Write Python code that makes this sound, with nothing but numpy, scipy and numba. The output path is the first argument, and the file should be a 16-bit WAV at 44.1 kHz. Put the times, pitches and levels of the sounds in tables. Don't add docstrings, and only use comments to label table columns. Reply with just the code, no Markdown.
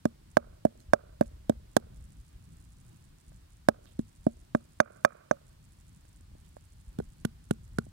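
import sys
import numpy as np
from scipy import signal
from scipy.fft import rfft, irfft
from scipy.io import wavfile
from scipy.ndimage import uniform_filter1d, minimum_filter1d
from numba import njit

SR = 44100
rng = np.random.default_rng(int(sys.argv[2]) if len(sys.argv) > 2 else 0)


def unload_wav(signal):
    wavfile.write(
        sys.argv[1],
        SR,
        np.round(np.clip(np.atleast_2d(signal).T, -1, 1) * 32767).astype(np.int16),
    )


def attenuation_scalar(level_db):
    decades = np.asarray(level_db, float) / 20
    return 10 ** decades


N = 349267


def colour(x, table, causal=1, delay=0):
    hz, db = np.transpose(table)
    grid_hz = np.maximum(np.arange(1025) * SR / 2048, 1)
    log_gain = np.interp(np.log(grid_hz), np.log(hz), db) * np.log(10) / 20
    cepstrum = irfft(log_gain)
    cepstrum[1:1024] *= 1 + causal
    cepstrum[1025:] *= 1 - causal
    response = irfft(np.exp(rfft(cepstrum)))
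    return signal.fftconvolve(x, np.roll(response, delay)[:1024])[:len(x)]


def level(x, db):
    return x * attenuation_scalar(db) / np.sqrt(np.mean(x ** 2))


def add(out, x, s):
    i = int(round(s * SR))
    n = min(len(x), len(out) - i)
    out[i:i + n] += x[:n]


def walk(rate):
    k = int(SR / rate)
    steps = np.repeat(rng.standard_normal(N // k + 1), k)
    return 1.3 * uniform_filter1d(uniform_filter1d(steps, k), k)[:N]


# start_s, level_db
WIND_STRENGTH = [(0.0, -62), (0.11, -59.5), (0.6, -60.5), (0.7, -58.5), (2.07, -55), (2.87, -59.5),
                 (3.22, -59), (3.81, -61), (4.28, -58.5), (5.25, -65), (5.53, -57), (6.02, -60),
                 (6.33, -56), (6.77, -57), (7.06, -55), (7.92, -56.5)]


def gusts():
    gust_db = np.interp(np.arange(N) / SR, *np.transpose(WIND_STRENGTH))
    return gust_db - gust_db.mean()


def wind(gust_db):
    out = 0
    for edges_hz, trim_db, follow, wander_db in [((32, 81), -59, 1.1, 2.2), ((68, 170), -61.5, .6, 1.4)]:
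        bandpass = signal.butter(2, edges_hz, "bandpass", fs=SR, output="sos")
        band = signal.sosfilt(bandpass, rng.standard_normal(N))
        flutter_db = wander_db * walk(3.8) + 2.5 * walk(21)
        out = out + level(band, trim_db) * attenuation_scalar(follow * gust_db + flutter_db)
    return out


# pitch_hz, level_db
FIELD_COLOUR = [(150, -7.5), (220, -17), (300, -8), (500, -18.5), (800, -18), (1500, -21.5), (3000, -26),
                (6000, -32.5)]


def fields(gust_db):
    murmur = level(colour(rng.standard_normal(N), FIELD_COLOUR), 3.3)
    return murmur * attenuation_scalar(-71.5 + 0.24 * gust_db + 1.8 * walk(13.0))


# pitch_hz, level_db
LEFT_HISS = [(300, -2.5), (1000, 1), (2000, -2), (4500, -3), (6300, -6), (9000, -8), (13000, -11),
             (15800, -11.5), (16100, -42.5)]
RIGHT_HISS = [(300, -4), (1000, 3), (2000, -0.5), (4500, 1), (6300, -3), (9000, 1.5), (10500, -7),
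              (12000, -8.5), (15800, -11.5), (16100, -42)]


def hiss(table):
    return level(colour(rng.standard_normal(N), table), -70)


def ring(modes, rise_s, phase, damping=1, early_s=0):
    t = np.arange(8192) / SR - .01 + early_s
    hz, db, t60 = np.transpose(modes)[:, :, None]
    swing_up = np.cos(np.pi / 2 * np.clip(-t / rise_s, 0, 1)) ** 2
    fade = np.exp(-np.log(1000) * np.maximum(t, 0) / (t60 * damping))
    y = swing_up * (attenuation_scalar(db) * np.cos(2 * np.pi * hz * t - phase) * fade).sum(axis=0)
    return y / np.abs(y).max()


# pitch_hz, level_db
SLAP_COLOUR = [(700, -23), (1500, -7.5), (2500, -3), (3800, 0), (5000, -3), (7000, -1.5), (10500, -3.5),
               (13000, -6.5), (16000, -22)]


def slap(t, squash_s, slap_s):
    grow = np.clip(2 * (t / squash_s + 1), 0, 1) ** 2
    die = np.exp(-np.maximum(t + squash_s / 2, 0) / slap_s)
    crackle = rng.standard_normal(len(t)) * attenuation_scalar(3.7 * rng.standard_normal(len(t)))
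    y = colour(crackle * grow * die, SLAP_COLOUR)
    return y / np.abs(y).max()


GROUP_TRIM = [-0.5, -1.5, 2, -14.5]
RISE_TIME = [0.69, .8, 0.89]
TOP_LAG = [0.63, 0.093, 3.4]
# wetness_db (crack minus half the knock), share of the free board t60 (0-1)
MEAT_DAMPING = [(-16, 0.86), (-2.5, 0.28)]


def blows(table, groups, free_t60_s, squash_soft_s, squash_hard_s, slap_s, knock_early_s):
    out = np.zeros(N)
    t = np.arange(8192) / SR - .01
    for s, thud_db, board_db, knock_db, crack_db in table:
        board_t60 = free_t60_s * np.interp(crack_db - knock_db / 2, *np.transpose(MEAT_DAMPING))
        softness = np.interp(knock_db - thud_db, [-20, 8], [1, 0])
        squash_s = squash_hard_s + softness * (squash_soft_s - squash_hard_s)
        spot = [np.array(g, float) for g in groups]
        for modes, spread, spread_db in zip(spot, [.01, .012, .015, .004], [0, 1.5, 2.5, 3.5]):
            modes[:, 0] *= 1 + spread * rng.standard_normal(len(modes))
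            modes[:, 1] += spread_db * rng.standard_normal(len(modes))
        high = spot[2][:, 0] > 2000
        spot[2][high, 1] += 1.2 * (1 - softness) * np.clip(knock_db - board_db, -10, 3)
        rise_s = [cycles / g[0][0] for cycles, g in zip(RISE_TIME, groups)]
        board_rise_s = rise_s[1] * (1 + 0.99 * softness)
        thud = ring(spot[0], rise_s[0], TOP_LAG[0])
        board = ring(spot[1], board_rise_s, TOP_LAG[1], board_t60)
        knock = ring(spot[2], rise_s[2], TOP_LAG[2], early_s=knock_early_s)
        head = ring(spot[3], .0006, 2 * np.pi * rng.random((len(groups[3]), 1)))
        hit = attenuation_scalar(thud_db + GROUP_TRIM[0]) * thud
        hit = hit + attenuation_scalar(board_db + GROUP_TRIM[1]) * board
        hit = hit + attenuation_scalar(knock_db + GROUP_TRIM[2]) * knock
        hit = hit + attenuation_scalar(crack_db) * slap(t, squash_s, slap_s)
        hit = hit + attenuation_scalar(knock_db + GROUP_TRIM[3] - 8.5 * softness) * head
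        add(out, hit, s - .01)
    return signal.sosfilt(signal.butter(3, 95, "highpass", fs=SR, output="sos"), out)


# pitch_hz, width_hz, share removed (0-1)
QUIET_PITCHES = [
    (406.5, 57, 0.7),
    (822, 84, 0.7),
    (1320, 47, .4),
    (2760, 500, 0.2),
]


def cancel(x):
    for hz, width_hz, share in QUIET_PITCHES:
        x = x - min(share, 1) * signal.lfilter(*signal.iirpeak(hz, hz / width_hz, fs=SR), x)
    return x


# start_s, thud_db, board_db, knock_db, wet_crack_db
BLOWS_FROM_ABOVE = [(0.0558, -10.5, -11, -20, -23.5), (0.3705, -14, 3.5, -3.5, -13.5),
                    (0.6527, -10.5, -4, -30, -31), (0.9352, -18, 5.5, -3, -14.5),
                    (1.2118, -11, -5, -22.5, -26.5), (1.4976, -10.5, -7.5, -28.5, -24.5),
                    (1.7676, -14.5, 2, -11.5, -8), (3.6872, -12, 2, -8, -12.5),
                    (3.9936, -14.5, -38, -43, -38), (4.2683, -8.5, -10, -32.5, -33.5),
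                    (4.5501, -11, -10.5, -14.5, -35.5), (4.8029, -9.5, 7, 6, -13.5),
                    (5.0496, -16.5, 6, 6.5, -10.5), (5.3124, -22, -4.5, -11.5, -36)]
# pitch_hz, level_db, t60_s (for the board a share of the blow's t60)
PARTS_FROM_ABOVE = [
    [(257, -0.5, 0.015), (228.5, -19, 0.11)],
    [(609.2, 8.5, 0.59), (682.4, -19.5, 1.4), (567, -13.5, 1.9)],
    [(1130, 1, 0.017), (1575, 4, 0.012), (892.5, -10, .012), (2140, -15, .018), (2390, -15.5, 0.027),
     (1239, -26, 0.079)],
    [(3592, -4.5, 0.012), (4678, -6.5, 0.01), (5430, -11, 0.017), (6250, -5.5, 0.02), (8450, -23.5, 0.0038),
     (10000, -18, 0.018), (12206, -22.5, 0.011)],
]


def blows_from_above():
    hits = blows(BLOWS_FROM_ABOVE, PARTS_FROM_ABOVE, free_t60_s=0.061, squash_soft_s=0.0035,
                 squash_hard_s=0.0015, slap_s=0.002, knock_early_s=0.00049)
    return cancel(hits)


# pitch_hz, level_db
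TREE_COLOUR = [(250, -5.5), (420, 6), (590, -4.5), (1000, -7), (1370, 4.5), (1700, -11), (2500, 3.5),
               (3100, -12.5), (6000, -41.5)]
# delay_s, level_db
TREE_TRUNKS = [(.03, 7), (.057, 4.5), (.075, 2.2), (.103, 0), (.16, 1.8)]


def trees(x, t60_s, wet_db):
    t = np.arange(int(.7 * SR)) / SR
    trunks = sum(attenuation_scalar(db) * np.exp(-((t - s) / .004) ** 2) for s, db in TREE_TRUNKS)
    shape = np.minimum(t / 0.005, 1) + trunks
    shape = shape / (1 + (t / 0.23) ** 4)
    wash = level(colour(rng.standard_normal(len(t)), TREE_COLOUR), wet_db)
    echo = wash * shape * np.exp(-np.log(1000) * t / t60_s)
    return signal.fftconvolve(x, echo)[:N] * attenuation_scalar(1.2 * walk(240))


def clicks(events):
    out = np.zeros(N)
    t = np.arange(60) / SR
    for s, peak_db in events:
        burst = (t == 0) + 0.15 * rng.standard_normal(len(t)) * np.exp(-t / .0003)
        add(out, burst * attenuation_scalar(peak_db + 1.2 * rng.standard_normal()), s - .0002)
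    return colour(out, [(3000, -28.5), (5500, -2.5), (7500, 6.5), (10000, 5), (12500, -11.0), (16000, -14)])


# start_s, length_s, level_db
UNSTICKING = [
    (.078, .012, -47),
    (.304, 0.013, -40.5),
    (.776, 0.029, -39.5),
    (1.236, 0.044, -36),
    (1.716, 0.01916, -40),
    (7.53, 0.0078, -38.5),
]


def peels():
    return clicks([(s + length_s * share, db) for s, length_s, db in UNSTICKING for share in (0, .8, 1)])


# start_s, thud_db, board_db, knock_db, wet_crack_db
LIGHT_TOUCHES = [(.8035, -57, -66, -75, -45.5), (1.259, -70, -63, -58, -50), (3.32, -59, -48, -60, -67.5),
                 (3.857, -52, -55, -51.5, -45), (6.208, -51, -64, -61, -74), (6.318, -56, -57, -73, -79.5),
                 (6.052, -56.5, -54, -56.5, -74), (6.353, -48, -50.5, -73, -76),
                 (6.568, -57, -32.5, -46, -52), (7.868, -45, -43.5, -71, -66), (.668, -39, -35, -45, -54),
                 (1.226, -50, -40, -37, -54), (1.523, -49.5, -41, -49.5, -58), (1.8, -58, -48, -59.5, -46),
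                 (7.679, -63.5, -65, -61, -50.5)]


def touches():
    return blows(LIGHT_TOUCHES, PARTS_FROM_ABOVE, free_t60_s=0.033, squash_soft_s=0.00103,
                 squash_hard_s=0.00057, slap_s=.001, knock_early_s=0.00029)


# start_s, length_s, pitch_hz, level_db
RUBBING = [
    (3.865, .075, 3500, -66),
    (6.445, .04, 3400, -72),
    (.81, .03, 7500, -68),
    (1.26, .02, 8000, -64),
]


def rubs():
    out = np.zeros(N)
    for s, length_s, hz, db in RUBBING:
        n = int(length_s * SR)
        grains = rng.standard_normal(n) * attenuation_scalar(1.5 * rng.standard_normal(n)) * np.exp(-1.5 * np.arange(n) / n)
        band = [(hz * .45, -20), (hz * 0.88, 0), (hz * 1.0, 0), (hz * 1.9, -20)]
        add(out, level(colour(grains, band), db), s)
    return out


# centre_s, length_s, pitch_hz, peak_db
WIND_EDDIES = [(0.898, 0.047, 65.6, -40.5), (1.28, 0.058, 54.5, -39), (1.349, 0.041, 62, -41.5),
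               (1.578, 0.035, 65, -44), (1.971, 0.053, 50, -42), (2.037, .06, 62, -44.5),
               (2.194, .06, 55.5, -45), (4.38, 0.06, 69.7, -49), (6.891, 0.037, 51.7, -39),
               (7.08, 0.063, 34.9, -44)]


def eddies():
    out = np.zeros(N)
    for s, length_s, hz, db in WIND_EDDIES:
        t = np.arange(int(length_s * SR)) / SR
        swing = np.sin(2 * np.pi * (hz * t + rng.random()))
        add(out, attenuation_scalar(db) * np.sin(np.pi * t / length_s) * swing, s - length_s / 2)
    return out


# first_tick_s, count of cycles, lead_s (how early the lead tick comes)
CLOCK_SPELLS = [(1.9703, 5, .0247), (2.4503, 3, .0247), (2.6503, 6, .0247), (3.2103, 3, .0247),
                (3.5303, 1, .0247), (3.8503, 8, .0177), (4.5703, 4, .0217), (4.9303, 1, .0217),
                (4.9703, 3, .0217), (5.4903, 1, .0217), (5.6503, 5, .0217), (6.0903, 2, .0357),
                (6.4103, 7, .0267), (7.0503, 3, .0267), (7.4503, 1, .0087), (7.6503, 1, .0157),
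                (7.7703, 1, .0357), (7.8503, 1, .0267)]
CLOCK_PATTERN = [-.0087, -.007, 0, .0043, .04]


def clock_ticks(db):
    events = []
    for first_s, count, lead_s in CLOCK_SPELLS:
        for k in range(int(count)):
            events += [(first_s + k * .08 + offset_s, db) for offset_s in [-lead_s, *CLOCK_PATTERN]]
    return clicks(events)


# start_s, length_s, pitch_hz, level_db
BIRD_NOTES = [
    (6.21, .05, 4380, -76),
    (6.31, .11, 4390, -77),
    (6.55, .04, 4370, -78),
    (6.65, .21, 4360, -76),
    (7.16, .07, 4420, -76),
    (7.28, .05, 4410, -77),
]


def bird():
    out = np.zeros(N)
    waver = walk(40)
    for s, length_s, hz, db in BIRD_NOTES:
        n = int(length_s * SR)
        wobble = waver[int(s * SR):int(s * SR) + n]
        turns = np.cumsum(hz * (1 + 0.004 * wobble)) / SR
        note = np.sin(2 * np.pi * turns) * attenuation_scalar(3 * wobble - 3)
        add(out, attenuation_scalar(db) * note * signal.windows.tukey(n, .4), s)
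    return out


# start_s, thud_db, board_db, knock_db, wet_crack_db
BLOWS_AT_BOARD = [
    (6.9896, -20.5, -26.5, -43, -34.5),
    (7.0022, -61, -18.5, -39.5, -44),
    (7.252, -16.5, -17, -24, -20.5),
    (7.5114, -15, -12, -25, -23),
    (7.7876, -18, -14.5, -20, -23.5),
]
# pitch_hz, level_db, t60_s (for the board a share of the blow's t60)
PARTS_AT_BOARD = [
    [(170.4, 1.5, 0.019), (222.4, -14, 0.11)],
    [(418, 12.5, 1), (720, 6.5, 0.4)],
    [(1448, 9, 0.017), (1170, -13, 0.029), (2240, -18, 0.0079)],
    [(3430, -17, 0.017), (4160, 3, 0.018), (5040, -28, .015), (9840, -18, 0.013)],
]


def blows_at_board_height():
    return blows(BLOWS_AT_BOARD, PARTS_AT_BOARD, free_t60_s=0.024, squash_soft_s=0.00334,
                 squash_hard_s=0.0028, slap_s=.002, knock_early_s=0.00226)


# pitch_hz, level_db
BODY_SHADOW = [(40, .1), (160, 1.3), (300, -.3), (500, -6), (700, -11), (1000, -15.5), (1600, -10),
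               (3000, -17), (5000, -24), (12000, -30)]


def behind_camera(air):
    return colour(air, BODY_SHADOW, causal=.35, delay=26)


def scene():
    gust_db = gusts()
    above = blows_from_above()
    low = blows_at_board_height()
    air = above + low + touches()
    air = air + trees(above, t60_s=2.3, wet_db=-83.0) + trees(low, t60_s=.19, wet_db=-69)
    air = air + wind(gust_db) + eddies() + fields(gust_db) + rubs() + bird()
    left = behind_camera(air) + attenuation_scalar(-21) * wind(gust_db) + hiss(LEFT_HISS)
    right = air + hiss(RIGHT_HISS) + peels() + clock_ticks(-41.5)
    return np.array([left, right])


@njit
def recover(need, step):
    out, g = np.empty(len(need)), 0.
    for i in range(len(need)):
        g = min(need[i], g * step)
        out[i] = g
    return out


def low_pass(x):
    return signal.sosfilt(signal.butter(12, 16570, fs=SR, output="sos"), x)


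def record(dry):
    need_db = np.minimum(0, -20 * np.log10(np.abs(dry).max(axis=0) / 1.1 + 1e-9))
    ahead_db = minimum_filter1d(need_db, size=133)
    gain_db = recover(ahead_db, np.exp(-1 / (.08 * SR)))
    held = dry * attenuation_scalar(uniform_filter1d(gain_db, size=66))
    rounded = 1.04 * held / (1 + held ** 8) ** (1 / 8)
    cut = signal.sosfilt(signal.ellip(10, .2, 75, 16200, fs=SR, output="sos"), rounded)
    return low_pass(cut)


dry = scene()
out = record(dry)
unload_wav(out)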